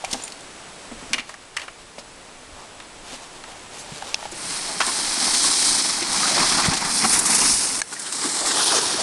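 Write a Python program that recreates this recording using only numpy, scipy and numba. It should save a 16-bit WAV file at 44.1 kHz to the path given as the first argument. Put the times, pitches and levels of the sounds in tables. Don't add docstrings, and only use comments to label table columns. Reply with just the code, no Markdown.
import sys
import numpy as np
from scipy import signal
from scipy.fft import rfft, irfft, next_fast_len
from scipy.io import wavfile
from scipy.ndimage import uniform_filter1d
from numba import njit

SR = 44100
rng = np.random.default_rng(int(sys.argv[2]) if len(sys.argv) > 2 else 0)


def magnitude_from_level(level_db):
    exponent = np.asarray(level_db, float) / 20
    return 10 ** exponent


def file_out(sig):
    cols = np.atleast_2d(sig).T
    lim = np.clip(cols, -1, 1)
    pcm = np.round(lim * 32767).astype(np.int16)
    wavfile.write(sys.argv[1], SR, pcm)


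N = 397850

# time in seconds, hiss in dB, view of the runners in dB, crust load in dB.
STRIDES = [(4.3, -46, 3, 2.5), (4.5, -31, -1, -3.5), (4.79, -31.5, -3.5, -5), (4.88, -27, -0.5, -5.5),
           (5.1, -26, -2.5, -5.5), (5.42, -21, -2, -10), (5.69, -20, -1, -9.5), (6.08, -28, -5, -4),
           (6.13, -23, -4, -5), (6.48, -20.5, -5.5, -5), (6.83, -29, -3.5, -0.5), (6.94, -23.5, 0.5, -7.5),
           (7.2, -25, 2, -4.5), (7.51, -20, 0.5, -9.5), (7.81, -30.5, 1.5, -5.5), (8.3, -29.5, 2, -4),
           (8.67, -21.5, -.5, -3.5), (9.02, -27, -5.5, -4.5)]
# time in seconds, hiss centre in Hz, sheen centre in Hz.
BRIGHT_LOBES = [(4.25, 4650, 8860), (5.91, 4800, 8900), (6.72, 4700, 8950), (7.17, 5500, 9440),
                (7.85, 5600, 8900), (8.42, 4700, 8060), (8.53, 4470, 8000), (8.6, 5000, 9600),
                (8.75, 4940, 9400), (9.02, 5030, 8900)]
# time in seconds, dip in Hz,
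# dip depth 0-1, boom in Hz, gap above the boom in Hz.
PASSING_BY = [(4.25, 2850, 0.2, 287, 510), (5.5, 2790, 0.6, 310, 490), (6.2, 2830, 0.5, 240, 484),
              (7.05, 2970, 0.56, 233, 560), (7.6, 3320, 0.47, 260, 600), (8, 2700, 0.4, 291, 620),
              (8.4, 2580, 0.8, 305, 570), (8.55, 2220, 0.9, 380, 566), (9.02, 2130, .95, 362, 560)]
# time in seconds, length in seconds, crust swell in dB, hiss swell in dB.
RIDGE_JOLTS = [(4.88, 0.02, 3, 1), (5.25, 0.044, 2.5, 1.5), (5.45, 0.024, 0, 1.5), (5.345, .006, 1, 2.5),
               (5.6, .04, 0, -1), (6.365, .008, 1, 2), (5.5, 0.028, 2, -1), (6.39, 0.054, 3.5, -0.5),
               (6.58, 0.052, 1.5, 1.5), (6.628, 0.0092, 0, -1.5), (6.652, 0.018, 4, 0.5),
               (6.73, .025, 5, 0), (6.83, 0.04, 2.5, 0.5), (6.97, 0.023, 1.5, 0.5), (7.04, 0.028, 7, 0.5),
               (7.15, 0.045, 2, 4), (7.22, 0.052, 1, -3.5), (7.35, 0.16, 2.5, 1), (7.93, 0.034, 5, 4.5),
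               (8.25, 0.061, 1.5, 2.5), (8.5, 0.069, 2.5, -0.5), (7.56, .04, -2.5, -1.5),
               (7.88, .03, -3, -1), (8.595, .03, 0.5, 1), (8.652, .012, -2, -3.5), (8.765, 0.032, 2.5, 0.5),
               (8.105, .015, -1, -3.5), (8.128, .008, -1, 0.5), (8.43, .02, 0, -2), (8.54, .02, 1, -1.5),
               (8.81, 0.023, 0, -1.5), (6.795, 0.013, -1.5, -3), (4.795, .01, -3, -0.5)]
# centre in Hz, width in Hz, level in dB.
HULL_MODES = [(840, 545, 4.5), (1080, 490, 0), (1620, 2260, -1.5), (2170, 1150, -1)]
BOOM_DB, BOOM_DB_PER_LOAD_DB, BOOM_DB_PER_JOLT_DB, DULL_DB_PER_JOLT_DB = -9, 0.82, 1.5, 0.29
DUCK_AT_S, DUCK_DB, DUCK_RECOVER_S = 7.808, -15.5, 0.25
# time in seconds, peak in dB, length in seconds, ring in Hz.
CRUST_CRUNCHES = [(3.13, -33, .015, 600), (3.52, -36, .04, 760), (3.57, -37, .03, 760),
                  (4.45, -36, 0.093, 170), (4.7, -25, .06, 740), (4.806, -14, .004, 700),
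                  (4.807, -17, .004, 3000), (4.816, -15, .005, 2900), (4.806, -11, .004, 1700),
                  (4.813, -17, .005, 1950), (4.836, -19, .012, 1100), (4.856, -22, .01, 1500),
                  (4.898, -21, .012, 1050), (5.214, -21, .01, 1020), (5.345, -19, .008, 1930),
                  (5.515, -20.5, .01, 1250), (6.028, -18, 0.0091, 2160), (6.341, -20.5, .04, 607),
                  (6.522, -19, .01, 1130), (6.649, -17, .012, 1300), (6.673, -19, .01, 850),
                  (6.74, -18, .012, 1650), (6.89, -20.5, .02, 1100), (7.02, -21, .008, 1920),
                  (7.049, -14, .01, 1320), (7.26, -19, 0.011, 1100), (7.419, -15, .006, 945),
                  (7.42, -15, .012, 2700), (8.068, -23, .015, 3400), (8.005, -28, .012, 1600),
                  (8.071, -27, .015, 1500), (8.1, -27, .01, 1400), (8.47, -20, .012, 1250),
                  (8.47, -21, .012, 1980), (8.431, -22, .025, 600), (8.599, -15, .03, 3500),
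                  (8.679, -11.5, 0.038, 3600), (8.77, -9, .025, 6040), (8.779, -17, .03, 3500),
                  (8.589, -17, .015, 800), (8.609, -14, .015, 1320), (8.715, -18, 0.016, 1380),
                  (8.742, -14, .012, 670), (8.745, -17, .012, 1180), (8.785, -17, 0.011, 1370),
                  (8.786, -18, .01, 410), (8.946, -19.5, .012, 347), (9.0, -19.5, .02, 600)]
CRUSH_TRIM_DB = -3.5
# time in seconds, peak in dB, length in seconds, centre in Hz.
SNOW_SCUFFS = [(0.11, -10.5, 0.012, 5300), (0.2, -27, 0.03, 3500), (0.152, -28, 0.018, 5510),
               (1.982, -22, 0.02, 4590), (3.7794, -19.5, 0.036, 7400), (4.314, -18.5, 0.015, 7760),
               (5.34, -3.5, 0.016, 3860), (5.43, -5, 0.027, 5190), (6.649, -3.5, 0.017, 3840),
               (6.732, -4, 0.016, 4600), (6.766, -5.5, 0.015, 4410), (7.123, 2.5, 0.033, 9000),
               (7.188, 3, 0.011, 9500), (7.251, 1, 0.026, 8660), (7.345, 3.5, 0.015, 9200),
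               (7.9264, -14, 0.016, 8840), (7.993, -13, 0.015, 8700), (8.128, -21, 0.013, 8390),
               (8.457, -5, 0.033, 7970)]
# time in seconds, peak in dB, pitch in Hz, t60 in seconds.
BOOT_THUMPS = [(0.129, -27, 252, 0.16), (0.914, -26.5, 235, 0.084), (1.025, -33, 260, 0.12),
               (1.106, -32, 225, 0.16), (1.138, -29, 262, 0.094), (1.19, -32, 245, 0.042),
               (1.982, -35, 240, .06), (3.124, -35, 263, 0.095), (3.919, -26.5, 162, 0.066),
               (4.322, -29.5, 339, 0.071), (4.763, -27, 194, 0.047), (5.45, -25, 340, 0.093),
               (6.019, -22, 342, 0.089), (6.379, -18.5, 350, 0.08), (6.41, -20, 234, 0.073),
               (6.682, -12, 150, 0.05), (7.044, -18, 229, 0.13), (7.5, -27, 222, 0.074),
               (8.247, -21.5, 285, 0.13), (8.749, -16, 445, 0.095)]
# time in seconds, peak in dB, pitch in Hz, t60 in seconds, crack re ring in dB.
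LOAD_KNOCKS = [(0.04, -17, 770, 0.035, -9), (0.144, -19.5, 790, 0.045, -9), (1.982, -25, 585, 0.038, -1),
               (4.023, -18, 840, 0.019, -59), (4.142, -24, 805, 0.025, -8), (4.191, -30, 832, 0.04, -12),
               (4.226, -22.5, 854, 0.024, -14), (4.254, -18.5, 804, 0.042, -8), (4.804, -7, 1110, 0.03, -2),
               (4.812, -10, 1010, 0.042, 1.5), (4.822, -14, 1750, 0.079, 0), (4.879, -22, 1050, 0.051, -12),
               (5.279, -18, 850, 0.045, -6), (5.441, -18.5, 1095, 0.092, -10),
               (6.23, -14.5, 1250, 0.079, -25), (6.255, -15, 1420, 0.045, -25), (6.379, -9, 1020, 0.048, 4),
               (6.585, -11.5, 1174, 0.13, -20), (7.044, -9.5, 766, 0.049, 0), (7.817, -21, 1000, 0.02, 2),
               (7.926, -20.5, 1430, 0.054, -3), (7.964, -24, 1890, 0.037, -12),
               (8.125, -19.5, 1400, 0.03, 1), (8.24, -18, 1160, 0.046, -12)]
# Hz, level in dB, t60 in seconds.
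STRIKES = [
    (4.1435, -3, [(2640, -0.5, 0.01), (3540, -5, .013), (4190, -0.5, .008), (5410, -2, .013), (6110, -1, .009), (7200, -13, .006), (8600, -17, .006), (9800, -13, .008)]),
    (7.817, -6, [(1680, -2, .02), (2210, -4, .013), (1300, -9, .01), (4290, -7, .017), (4750, -9, .008), (5170, -6, .01), (5800, -2, .007), (6250, -3, .014), (7600, -9, .008), (8100, -5, .012), (8500, -6, .008), (9500, -4, .007)]),
]
# time in seconds, peak in dB, rattle t60 in seconds, body in Hz,
# treble re body in dB.
POLE_CLACKS = [(1.027, -35, 0.043, 1280, -21), (1.132, -5.5, 0.025, 2860, -9),
               (1.141, -9.5, 0.026, 2700, -16), (1.181, -15, 0.048, 2190, -31),
               (1.194, -19, 0.036, 2660, -30), (1.202, -22.5, 0.031, 2770, -22),
               (1.292, -21, 0.048, 1030, -5), (1.296, -34, 0.02, 1280, -11), (1.34, -23, 0.035, 1100, -8),
               (1.566, -11, 0.035, 1970, -9.5), (1.571, -15.5, 0.017, 2390, -6),
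               (1.581, -24, 0.034, 1510, -12), (1.595, -24, 0.04, 2350, -13),
               (1.616, -22.5, 0.051, 2370, -22), (1.637, -28, 0.033, 1290, -15),
               (1.68, -24, 0.043, 1170, -19), (2.801, -27, 0.026, 1700, -16),
               (3.438, -26, 0.025, 1300, -14), (4.813, -9.5, 0.019, 1050, -23)]
# centre in Hz, width in Hz, level in dB.
POLE_MODES = [(1260, 990, -4), (1920, 110, 7.5), (2280, 520, -2), (2860, 120, 8), (3100, 180, -4),
              (4500, 160, 5), (5300, 190, -2), (10200, 260, -4)]
# time in seconds, peak in dB, pitch in Hz, t60 in seconds, crack re ring in dB.
CLIP_TICKS = [(0.0462, -13.5, 2390, 0.033, 4), (0.1291, -10, 5600, 0.019, 7), (0.133, -8, 4300, 0.02, 13),
              (0.2783, -24, 2520, 0.025, 6), (0.3017, -31, 5200, 0.025, 2), (0.3212, -22.5, 4400, 0.022, 2),
              (0.407, -29.5, 7930, 0.025, 7), (2.801, -35, 3600, .03, -5), (3.438, -30, 4100, .025, 3),
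              (4.805, -21, 4050, .03, -5), (4.8135, -16, 4100, .025, -5), (4.1534, -28, 3330, 0.025, 0),
              (4.8655, -10, 8540, 0.023, 0), (7.0956, -9, 9160, 0.023, 0), (4.821, -21, 3300, .025, -8),
              (8.125, -15, 8400, .03, -3)]
# time in seconds, peak in dB, pitch in Hz, t60 in seconds.
CLIP_JINGLE = [(.222, -26, 7100, .04), (.2365, -21.5, 7130, 0.031), (.2365, -22.5, 9250, .035),
               (.249, -28, 7150, .03), (.25, -30, 8600, .06), (.267, -34, 7040, .05),
               (2.158, -42, 8600, .05)]
# time in seconds, swish in dB, low rustle in dB.
CLOTH_LEVELS = [(0, -47.5, -49), (1.1, -49, -50.5), (1.5, -51, -54), (1.75, -50.5, -52), (2.9, -49, -50),
                (3.7, -44, -49.5), (4.5, -39, -44)]
# time in seconds, length in seconds, swish swell in dB, low swell in dB.
CLOTH_MOVES = [(.05, 0.03, -4, 3), (.14, 0.12, 12.5, 9), (1.11, .08, 8.5, 11), (1.21, 0.045, -12, 7.5),
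               (1.29, 0.043, 8, -2), (1.61, 0.042, 11, 9.5), (2.62, 0.069, 4.5, 5.5),
               (3.13, 0.071, 12.5, 7), (3.25, 0.028, 5, 3), (3.52, .09, 1.5, 5.5), (3.8, .06, 4, 3),
               (3.96, 0.068, 7, 5), (4.1, 0.053, 8, 9), (4.37, 0.11, 3, -2)]
# time in seconds, gain in dB.
CAMERA_GAIN = [
    (0, 3),
    (1.12, 4),
    (1.2, -1.5),
    (4.1, 3.5),
    (7.8, 6.5),
    (7.82, 0),
    (9.02, 15.5),
]
# frequency in Hz, density in dB per Hz.
FLOOR_SPECTRUM = [(47, -42), (80, -13), (150, -8.5), (333, -6.5), (2210, -12), (6500, -18), (10400, -19),
                  (13500, -59)]
FLOOR_DB = -43
# centre in Hz, width in Hz, rms in dB.
WHINES = [(7830, 80, -60.5)]
# time in seconds, length in seconds, swell in dB.
PORT_PUFFS = [(.03, 0.17, 9), (.58, .15, 3), (.98, 0.18, 7), (2.44, .2, 2.5), (5.62, .12, 6),
              (5.87, .07, -10), (6.48, .08, 9), (6.68, .09, 12), (7.03, .09, 2), (7.51, 0.1, 9),
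              (8.49, .1, 16)]
BUFFET_DB, BUFFET_RISE_DB_PER_S, BUFFET_STOP_DB = -58.5, 1.14, -18
# frequency in Hz, gain in dB.
MIC_RESPONSE = [(15, 11.5), (40, -1), (10200, -0.5), (11000, -11), (11700, -10.5), (12300, -20),
                (12600, -60)]


def unit(x):
    return x / np.sqrt(np.mean(x ** 2))


def curves(table):
    s, *columns = np.transpose(table)
    return [np.interp(np.arange(N) / SR, s, c) for c in columns]


def swells(table):
    t = np.arange(0, N, 32) / SR
    s, length_s, *columns = np.transpose(table)
    bells = np.exp(-((t[:, None] - s) / np.maximum(length_s, .01)) ** 2)
    return [np.interp(np.arange(N) / SR, t, bells @ c) for c in columns]


def colour(x, points):
    hz, db = np.transpose(points)
    size = next_fast_len(len(x))
    log_hz = np.log(np.arange(size // 2 + 1) * SR / size + 1)
    gain = magnitude_from_level(np.interp(log_hz, np.log(hz), db))
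    return irfft(rfft(x, size) * gain, size)[:len(x)]


@njit
def svf(x, hz, width):
    y, b, l = np.empty(len(x)), 0., 0.
    for i in range(len(x)):
        g, k = np.tan(np.pi * hz[i] / SR), width / hz[i]
        v = (b + g * (x[i] - l)) / (1 + g * (g + k))
        b, l, y[i] = 2 * v - b, l + 2 * g * v, k * v
    return y


def band(x, hz, width_hz):
    return svf(x, np.clip(hz + np.zeros(len(x)), 20, .45 * SR), 1. * width_hz)


def band_twice(x, hz, first_width_hz, second_width_hz):
    return band(band(x, hz, first_width_hz), hz, second_width_hz)


def walk(rate_hz):
    k = int(SR / rate_hz)
    steps = np.repeat(rng.standard_normal(N // k + 1), k)
    steps = uniform_filter1d(uniform_filter1d(steps, k), k)[:N]
    return unit(steps - uniform_filter1d(steps, size=4 * k))


def grains(rate_hz, spread_db):
    chance, size, sign = rng.random(N), rng.exponential(size=N), rng.standard_normal(N)
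    return unit((chance < rate_hz / SR) * magnitude_from_level(np.minimum(spread_db * size, 24)) * sign)


def fade(t, t60_s):
    return np.exp(-np.log(1000) * t / max(t60_s, .002))


def add(out, s, peak_db, x):
    i = int(s * SR)
    x = x[:N - i]
    out[i:i + len(x)] += magnitude_from_level(peak_db) * x / np.max(np.abs(x))


def sled():
    t = np.arange(N) / SR
    hiss_db, view_db, load_db = curves(STRIDES)
    jolt_db, surge_db = swells(RIDGE_JOLTS)
    hiss_hz, sheen_hz = curves(BRIGHT_LOBES)
    dip_hz, depth, boom_hz, gap_hz = curves(PASSING_BY)

    since_s = t - DUCK_AT_S
    duck_db = DUCK_DB * (since_s > 0) * np.exp(-(since_s / DUCK_RECOVER_S) ** 2)
    hiss_db = hiss_db + surge_db + duck_db
    sheen_db = view_db - DULL_DB_PER_JOLT_DB * jolt_db
    crust_db = load_db + jolt_db
    boom_db = BOOM_DB + BOOM_DB_PER_LOAD_DB * load_db + BOOM_DB_PER_JOLT_DB * jolt_db
    stick_slip_db = .35 * walk(30) + .7 * walk(120)

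    hiss = unit(band_twice(grains(14000, 0.81), hiss_hz, 4100, 8400))
    sheen = unit(band_twice(grains(14000, 0.94), sheen_hz, 4600, 4200))
    hiss = hiss * magnitude_from_level(.45 * walk(60))
    sheen = sheen * magnitude_from_level(.45 * walk(60))

    lump_db = .9 * walk(70)
    crust = np.zeros(N)
    for hz, width_hz, db in HULL_MODES:
        mode_gain = magnitude_from_level(db + .9 * walk(25))
        crust += mode_gain * band_twice(grains(2200, 1.1), hz, width_hz, 2.2 * width_hz)
    boom = band_twice(grains(3000, 1.96), boom_hz, 208, 390)
    boom = band(boom, boom_hz, 610)
    lumps = magnitude_from_level(lump_db) * (magnitude_from_level(crust_db) * unit(crust) + magnitude_from_level(boom_db) * unit(boom))

    body = hiss + magnitude_from_level(sheen_db) * sheen + lumps
    body = body - 0.22 * band(body, 0.78 * sheen_hz, 1000)
    body = body - np.clip(depth, 0, 1) * band(body, dip_hz, 770)
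    body = body - 0.42 * band(body, 1.263 * dip_hz, 240)
    body = body + .3 * band(body, 5300, 600) + .2 * band(body, 4200, 400)
    body = body - 0.5 * band(body, gap_hz, 264)
    moving = np.clip((t - STRIDES[0][0]) / 0.072, 0, 1)
    return moving * magnitude_from_level(hiss_db + stick_slip_db) * body


def crunches():
    out, t = np.zeros(N), np.arange(int(.2 * SR)) / SR - .1
    for s, peak_db, length_s, hz in CRUST_CRUNCHES:
        cluster = rng.standard_normal(len(t)) * np.exp(-(t / max(length_s, .002)) ** 2)
        add(out, s + t[0], peak_db + CRUSH_TRIM_DB, band_twice(cluster, hz, .25 * hz, 0.63 * hz))
    return out


def scuffs():
    out, t = np.zeros(N), np.arange(int(.25 * SR)) / SR
    for s, peak_db, length_s, hz in SNOW_SCUFFS:
        phase = t / max(length_s, .002)
        swell = phase * np.exp(-2.5 * phase)
        snow = band(band(rng.standard_normal(len(t)), hz, 5100), 6300, 15000)
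        add(out, s, peak_db - 8.0, swell * snow)
    return out


def hits(table, sharp, attack_cycles, usual_crack_db=-30):
    out, t = np.zeros(N), np.arange(int(.15 * SR)) / SR
    for s, peak_db, hz, t60_s, *own_db in table:
        crack_db = own_db[0] if own_db else usual_crack_db
        noise = rng.standard_normal((2, len(t)))
        ring = np.sin(2 * np.pi * hz * t) * fade(t, t60_s) * np.minimum(t * hz / attack_cycles, 1)
        rough = band(noise[0] * fade(t, t60_s), hz, hz / sharp)
        crack_hz = min(2.8 * hz + 300, 5000)
        contact = (fade(t, 1.5 * t60_s) + 1.2 * fade(t, 0.0068)) * np.minimum(t / 0.0012, 1)
        crack = band_twice(noise[1] * contact, crack_hz, 1.9 * crack_hz, 2 * crack_hz)
        add(out, s, peak_db, 1.15 * unit(ring) + unit(rough) + magnitude_from_level(crack_db) * unit(crack))
    return out


def snaps():
    out, t = np.zeros(N), np.arange(int(.06 * SR)) / SR
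    for s, peak_db, modes in STRIKES:
        ring = sum(magnitude_from_level(db) * np.sin(2 * np.pi * hz * t) * fade(t, t60_s) for hz, db, t60_s in modes)
        add(out, s, peak_db, ring * np.minimum(t / 0.00049, 1))
    return out


def poles():
    out, t = np.zeros(N), np.arange(int(.1 * SR)) / SR
    for s, peak_db, t60_s, body_hz, treble_db in POLE_CLACKS:
        rattle = rng.standard_normal(len(t)) * fade(t, t60_s)
        rattle = rattle * magnitude_from_level(2.8 * rng.standard_normal(len(t))) * np.minimum(t / 0.0015, 1)
        weights_db = 1.1 * rng.standard_normal(len(POLE_MODES))
        ring = np.zeros(len(t))
        for k, (hz, width_hz, db) in enumerate(POLE_MODES):
            ring += (-1) ** k * magnitude_from_level(db + weights_db[k]) * band(rattle, hz, width_hz)
        ring = unit(ring)
        body = band_twice(0.45 * ring + unit(rattle), body_hz, 1.0 * body_hz, 3.3 * body_hz)
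        crack = band(band(rattle * fade(t, 0.05), 4900, 6500), 5600, 8700)
        add(out, s, peak_db, unit(body) + 0.34 * ring + magnitude_from_level(treble_db + 1.5) * unit(crack))
    return out


def rustle():
    swish_db, low_db = np.add(curves(CLOTH_LEVELS), swells(CLOTH_MOVES))
    cloth = grains(6000, 0.72)
    high = unit(band(cloth, 2760, 5400))
    low = unit(band_twice(cloth, 800, 900, 1400))
    low = low * magnitude_from_level(0.88 * walk(12))
    still = np.clip((CLOTH_LEVELS[-1][0] - np.arange(N) / SR) / 0.2, 0, 1)
    return still * magnitude_from_level(1.5 * walk(25.28) - 2) * (magnitude_from_level(swish_db) * high + magnitude_from_level(low_db) * low)


def trunk_tail(knocks):
    t = np.arange(int(.3 * SR)) / SR
    trunks = rng.standard_normal(len(t)) * fade(t, 0.31) * np.minimum(t / 0.0064, 1)
    return magnitude_from_level(-54) * signal.fftconvolve(knocks, unit(trunks))[:N]


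def camera_floor():
    t = np.arange(N) / SR
    hiss = magnitude_from_level(FLOOR_DB - 2) * unit(colour(rng.standard_normal(N), FLOOR_SPECTRUM))
    whine = sum(magnitude_from_level(db) * unit(band(rng.standard_normal(N), hz, width_hz)) for hz, width_hz, db in WHINES)
    air_db = BUFFET_DB + BUFFET_RISE_DB_PER_S * t + BUFFET_STOP_DB * (t > DUCK_AT_S)
    air_db = air_db + swells(PORT_PUFFS)[0]
    air = unit(band(band(rng.standard_normal(N), 35, 79), 38, 90))
    buffet = magnitude_from_level(air_db - 3 + 2.9 * walk(12)) * air
    return magnitude_from_level(curves(CAMERA_GAIN)[0]) * (hiss + whine) + buffet


def scene():
    snow = sled() + crunches() + scuffs()
    thumps = hits(BOOT_THUMPS, sharp=2.1, attack_cycles=0.94)
    load = hits(LOAD_KNOCKS, sharp=3.2, attack_cycles=0.6)
    clips = hits(CLIP_TICKS, sharp=4.0, attack_cycles=.6)
    clips = clips + hits(CLIP_JINGLE, sharp=16.0, attack_cycles=6.7, usual_crack_db=-6)
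    knocks = thumps + load + poles() + clips
    return (snow + knocks + snaps() + rustle() + trunk_tail(knocks) + camera_floor())[None]


def band_limit(x):
    return signal.sosfilt(signal.butter(12, 12560, fs=SR, output="sos"), x)


def record(dry):
    x = colour(dry[0], MIC_RESPONSE)[None]
    mix = np.tanh(1.143 * x) / 1.08
    return band_limit(mix)


dry = scene()
out = record(dry)
file_out(out)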